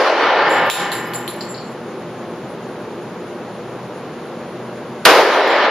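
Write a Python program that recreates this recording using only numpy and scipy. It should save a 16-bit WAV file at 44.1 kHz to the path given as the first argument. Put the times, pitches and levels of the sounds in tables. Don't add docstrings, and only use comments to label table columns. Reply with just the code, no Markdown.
import sys
import numpy as np
from scipy import signal
from scipy.fft import rfft, irfft
from scipy.io import wavfile
from scipy.ndimage import uniform_filter1d, minimum_filter1d

SR = 44100
rng = np.random.default_rng(int(sys.argv[2]) if len(sys.argv) > 2 else 0)


def waveform_to_disk(signal):
    frames = np.transpose(np.atleast_2d(signal))
    scaled = np.clip(frames, -1, 1) * 32767
    samples = np.round(scaled).astype(np.int16)
    wavfile.write(sys.argv[1], SR, samples)


N = 251370

# freq_hz, side_minus_mid_db
STEREO_WIDTH = [(60, -21), (200, -23.5), (400, -22.5), (700, -19), (1280, -16.5), (2370, -9.5),
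                (4370, -3.5), (8000, -1), (15000, -0.5)]
# pitch_hz, t60_s
CASING_MODES = [(7260, 0.39), (10920, 0.31), (14550, 0.21)]


def gunshot(booth_db=23, booth_t60=0.33, crack_db=27, crack_t60=0.043, shadow_s=0.0026, shadow_db=-24):
    # freq_hz, density_db
    booth_colour = [(30, -63), (150, -3), (400, -16), (1300, 12.5), (3000, 3), (6000, -10.5), (12000, -21),
                    (16000, -46)]
    # delay_s, width_s, boost_db
    echoes = [(0.052, 0.015, 2), (0.141, 0.044, 3.5)]
    # freq_hz, density_db
    crack_colour = [(60, -50), (300, -20), (1500, -11), (4000, 7.5), (7000, -8), (13000, -7), (17000, -33)]
    t = np.arange(3 * SR) / SR
    crack = amp(crack_db) * diffuse(crack_colour, len(t)) * fade(t, crack_t60)
    booth = amp(booth_db) * diffuse(booth_colour, len(t), wider_db=-1.0)
    booth *= fade(t, booth_t60) * rise(t, 0.0022)
    swell_db = sum(db * np.exp(-((t - delay) / width) ** 2) for delay, width, db in echoes)
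    screened_db = shadow_db * np.clip(2 - 2 * t / shadow_s, 0, 1)
    return (crack + booth + hall_tail(t)) * amp(screened_db + swell_db) + wall_flutter(t)


def hall_tail(t, level_db=19.5, build_s=0.008):
    # freq_hz, density_db
    colour = [(30, -67), (90, -41), (170, -19.5), (330, -1.5), (520, 3.5), (850, 1.0), (1500, -5.5),
              (2700, -12.5), (4700, -17), (6800, -27), (11000, -30), (13300, -24.5), (15000, -63)]
    # freq_hz, t60_s
    decay = [(100, 0.93), (400, 1.483), (800, 1.407), (1500, 1.514), (2700, 1.46), (4700, 1.27),
             (7000, 0.91), (11000, 0.73), (15000, 0.34)]
    return amp(level_db) * rise(t, build_s) * reverb_tail(colour, decay, len(t))


def wall_flutter(t, round_trip_hz=32.56, echo_db=2.0, echo_t60=2.21, modes_db=-4.5, modes_t60=2.26):
    # pitch_hz, gain_db
    wall_modes = [(748, -6), (817, 1.5), (848, -4), (911, -6), (977, -4), (1010, -7), (1042, -3),
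                  (1075, -7), (1203, -1), (1369, -7), (1403, -5), (1435, -2.5), (1565, -5), (1598, -6),
                  (1693, -5.5), (1726, -10), (1759, -4), (1792, -1), (1824, -2), (1922, -10), (1957, -6),
                  (1988, -8), (2084, -7), (2186, -7), (2218, -7), (2250, -11), (2309, -13), (2509, -13),
                  (2707, -12), (2772, -13), (2966, -7), (3002, -12), (3097, -13)]
    # freq_hz, gain_db
    colour = [(100, -74), (400, -42), (800, 14), (1800, 1), (2600, -3.5), (3400, -6), (5000, -31),
              (9000, -47)]
    period = round(SR / round_trip_hz)
    hz = np.fft.rfftfreq(period, 1 / SR)
    phase = 2 * np.pi * rng.random(len(hz))
    phase = phase + amp(curve(STEREO_WIDTH, hz)) * rng.standard_normal((2, len(hz)))
    trip = unit_rms(irfft(amp(curve(colour, hz)) * np.exp(1j * phase), period))
    echoes = amp(echo_db) * trip[:, np.arange(len(t)) % period] * fade(t, echo_t60)
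    modes = sum(amp(modes_db + db) * stereo_mode(pitch, modes_t60, t) for pitch, db in wall_modes)
    return (echoes + modes) * rise(t, build_s=0.16)


def casing_bounce(t, spin_hz, tick_db, snap_db, bright_db, knock_db, knock_hz, clink_db, clink_hz,
                  *rings_db, snap_trim_db=-24.5, scatter_db=-18, clatter_db=-9):
    # freq_hz, density_db
    snap_colour = [(800, -30), (2500, 9.5), (3900, 9.5), (4800, 3.5), (6000, -1), (10000, -1.5),
                   (12300, -0.5), (13500, -6), (16000, -38)]
    # freq_hz, share_of_brightness
    treble_lift = [(9500, 0.099), (12300, 0.9)]
    # freq_hz, t60_s
    room_decay = [(2000, 0.57), (5500, 0.55), (9000, 0.38), (14000, 0.39)]
    colour = [(hz, db + bright_db * curve(treble_lift, hz)) for hz, db in snap_colour]
    contact = amp(tick_db) * fade(t, t60=0.008) + amp(snap_db + snap_trim_db) * fade(t, t60=0.04)
    snap = contact * diffuse(colour, len(t))
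    scatter = amp(snap_db + scatter_db) * reverb_tail(colour, room_decay, len(t))
    clatter = amp(clatter_db) * noise_band(knock_hz, 0.2, len(t)) * fade(t, t60=0.3) * rise(t, 0.008)
    knock = amp(knock_db) * (noise_band(knock_hz, 0.13, len(t)) * fade(t, t60=0.08) + clatter)
    clink = amp(clink_db) * noise_band(clink_hz, 0.055, len(t)) * fade(t, t60=0.36)
    ring = sum(amp(db) * spinning_ring(hz, t60, spin_hz, t) for (hz, t60), db in zip(CASING_MODES, rings_db))
    return snap + scatter + amp(tick_db) * landing_spike(t) + (knock + clink) * rise(t, 0.001) + ring


def landing_spike(t, gain_db=11, width_s=0.000075, delay_s=0.00036):
    u = (t - delay_s) / width_s
    return amp(gain_db) * (1 - u ** 2) * np.exp(-u ** 2 / 2)


def spinning_ring(hz, t60, spin_hz, t, pure=0.37, blurred=0.63, blur_s=0.00046, swing_s=0.0002, tumble=0.2):
    turn = 2 * np.pi * (spin_hz * t + rng.random())
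    phase = 2 * np.pi * (hz * t + rng.random((2, 1))) + swing_s * hz * np.sin(turn)
    direct = np.sqrt(2) * np.sin(phase) * (1 + tumble * np.cos(2 * turn))
    smeared = noise_band(hz, blur_s * abs(spin_hz), len(t)) * rise(t, build_s=0.0086)
    return (pure * direct + blurred * smeared) * fade(t, t60)


def ring_swell(peak_s, width_s, *rings_db):
    t = np.arange(N) / SR
    tone = sum(amp(db) * stereo_mode(hz, np.inf, t) for (hz, _), db in zip(CASING_MODES, rings_db))
    return tone * np.exp(-((t - peak_s) / width_s) ** 2)


def far_ping(t, level_db, spin_hz=22.3):
    # pitch_hz, gain_db, t60_s
    modes = [(5000, 2, 0.33), (9700, -7, 0.4), (11800, 4.5, 0.35), (13350, -12, 0.3)]
    return sum(amp(level_db + db) * spinning_ring(hz, t60, spin_hz, t) for hz, db, t60 in modes)


def ventilation(roar_db=-30.0, drone_share=0.024, sizzle_share=0.072, flicker_db=3.0):
    # freq_hz, density_db
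    roar_colour = [(20, -39), (50, -25), (90, -14), (130, -3), (200, -0.5), (270, -4.5), (380, 0.4),
                   (560, -5), (1100, -10), (2200, -21), (4200, -29), (5800, -35.5), (10000, -46.5),
                   (13400, -46), (14200, -86)]
    # pitch_hz, level_db
    fan_tones = [(125, -45.5), (181, -47.5), (237, -42.5), (350, -40.5), (482, -45), (508, -44),
                 (596, -44.5)]
    # centre_hz, level_db
    sizzle_bands = [(6700, -65), (9600, -69.5), (10150, -66.5)]
    drone = sum(amp(db) * noise_band(hz, drone_share, N) for hz, db in fan_tones)
    sizzle = sum(amp(db + flicker_db * flicker()) * noise_band(hz, sizzle_share, N)
                 for hz, db in sizzle_bands)
    return amp(roar_db) * diffuse(roar_colour, N) + drone + sizzle


def flicker():
    passband = abs(np.fft.rfftfreq(N, 1 / SR) - 7) < 4
    return unit_rms(irfft(rfft(rng.standard_normal(N)) * passband, N))


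def reverb_tail(colour, decay, size, spread_s=0.28):
    # freq_hz, depth_db
    surge_depth = [(900, 2.0), (2500, 1.5)]
    hz, age, spectrum = signal.stft(diffuse(colour, size), SR, nperseg=512)
    patches = uniform_filter1d(rng.standard_normal(spectrum.shape[1:]), size=5, axis=0)
    patches = unit_rms(uniform_filter1d(patches, size=12, axis=1))
    surge_db = curve(surge_depth, hz)[:, None] * patches * np.minimum(age / spread_s, 1) ** 2
    spectrum = spectrum * amp(surge_db) * fade(age, curve(decay, hz)[:, None])
    return signal.istft(spectrum, SR, nperseg=512)[1][:, :size]


def diffuse(colour, size, wider_db=0):
    hz = np.fft.rfftfreq(size, 1 / SR)
    mid, side = rfft(rng.standard_normal((2, size))) * amp(curve(colour, hz))
    side_db = np.minimum(curve(STEREO_WIDTH, hz) + wider_db, 0)
    mid, side = irfft(mid, size), irfft(side * amp(side_db), size)
    return np.array([mid + side, mid - side]) / np.std(mid)


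def noise_band(hz, share, size):
    # offset_half_widths, gain_db
    shape = [(-5, -100), (-1, -6), (0, 0), (1, -6), (5, -100)]
    return diffuse([(hz * (1 + offset * share), db) for offset, db in shape], size)


def stereo_mode(hz, t60, t):
    apart = amp(curve(STEREO_WIDTH, hz)) * rng.choice([-1, 1]) * np.array([[1], [-1]])
    return np.sqrt(2) * np.sin(2 * np.pi * (hz * t + rng.random()) + apart) * fade(t, t60)


def rise(t, build_s):
    return 1 - np.exp(-t / build_s)


def fade(t, t60):
    return np.exp(-np.log(1000) * t / t60)


def amp(db):
    return 10 ** (np.asarray(db) / 20)


def unit_rms(x):
    return x / np.sqrt(np.mean(x ** 2) + 1e-20)


def curve(points, hz):
    freqs, values = np.transpose(points)
    return np.interp(np.log(hz + 1), np.log(freqs + 1), values)


def add(mix, start_s, sound):
    at = round(start_s * SR)
    sound = sound[:, max(-at, 0):]
    part = mix[:, max(at, 0):][:, :sound.shape[1]]
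    part += sound[:, :part.shape[1]]


def scene():
    # start_s, gain_db
    shots = [(-0.29, 0.45), (5.051, 0.54)]
    # start_s, spin_hz, tick_db, snap_db, bright_db, knock_db, knock_hz,
    # clink_db, clink_hz, low_ring_db, middle_ring_db, top_ring_db
    bounces = [(0.495, 30, -27, -21, 2, -42, 3800, -47, 3800, -26.5, -33.5, -62),
               (0.6999, 47, -5, 0.5, -4.5, -10, 3350, -23, 3700, -15.5, -16.5, -19),
               (0.9171, 28, -42, -13.5, 9, -24, 3950, -36, 3950, -26.5, -28.5, -57),
               (1.1358, 19, -30, -18.5, 14, -37, 4430, -46, 4330, -27.5, -32.5, -40),
               (1.2779, 13, -24, -20.5, 13, -27.5, 3760, -37, 4200, -35.5, -30, -60),
               (1.4070, 20, -48, -26, 2, -28.5, 4600, -36, 4400, -34, -49, -51),
               (1.543, 8, -62, -39, 0, -35, 4500, -41, 4450, -43, -63, -82),
               (1.5763, 9.9, -58, -44, -2, -36, 4540, -41, 4420, -56, -68, -82),
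               (1.615, 8, -68, -55, 0, -50, 4250, -45, 4200, -56, -69, -82),
               (5.477, 32, -17, -14, 11, -30, 3800, -36, 3800, -26, -36, -60)]
    # peak_s, width_s, low_ring_db, middle_ring_db
    swells = [(1.159, 0.0072, -24, -50), (1.375, 0.03, -50, -62), (1.513, 0.026, -34, -44),
              (1.675, 0.018, -46, -66), (1.718, 0.02, -52, -54)]
    # start_s, level_db
    pings = [(0.515, -44), (0.655, -47), (1.050, -44.5)]
    mix = ventilation()
    for start_s, gain_db in shots:
        add(mix, start_s, amp(gain_db) * gunshot())
    t = np.arange(2 ** 15) / SR
    for start_s, *landing in bounces:
        add(mix, start_s, casing_bounce(t, *landing))
    mix += sum(ring_swell(*swell) for swell in swells)
    for start_s, level_db in pings:
        add(mix, start_s, far_ping(t, level_db))
    return mix


def limiter(x, threshold_db=-9.0, deepest_db=26, treble_weight=2.73,
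            attack_s=0.00075, hold_s=0.0048, release_db_per_s=95):
    sidechain = x + treble_weight * np.diff(x, prepend=0)
    power = uniform_filter1d((sidechain ** 2).mean(0), size=100)
    over_db = np.clip(10 * np.log10(abs(power) + 1e-12) - threshold_db, 0, deepest_db)
    hold = round(hold_s * SR)
    held_db = -minimum_filter1d(-over_db, hold, origin=(hold - 1) // 2)
    recovery_db = np.arange(N) * release_db_per_s / SR
    cut_db = np.maximum.accumulate(held_db + recovery_db) - recovery_db
    pole = np.exp(-1 / (attack_s * SR))
    smooth_cut_db = signal.lfilter([1 - pole], [1, -pole], cut_db, zi=[pole * cut_db[0]])[0]
    return x * amp(-smooth_cut_db)


def record(dry, notch_hz=8000, notch_width_hz=1050, balance_db=0.2, ceiling=0.99,
           low_cut_hz=70, high_cut_hz=15500):
    x = limiter(dry) * amp([[balance_db], [-balance_db]])
    notch_edges = [notch_hz - notch_width_hz / 2, notch_hz + notch_width_hz / 2]
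    x = signal.sosfilt(signal.butter(3, notch_edges, "bandstop", fs=SR, output="sos"), x)
    x = x / (1 + (x / ceiling) ** 8) ** (1 / 8)
    x = signal.sosfilt(signal.butter(1, low_cut_hz, "highpass", fs=SR, output="sos"), x)
    high_cut = signal.firwin(255, high_cut_hz, window=("kaiser", 8), fs=SR)
    return signal.oaconvolve(x, high_cut[None], "same")


dry = scene()
out = record(dry)
waveform_to_disk(out)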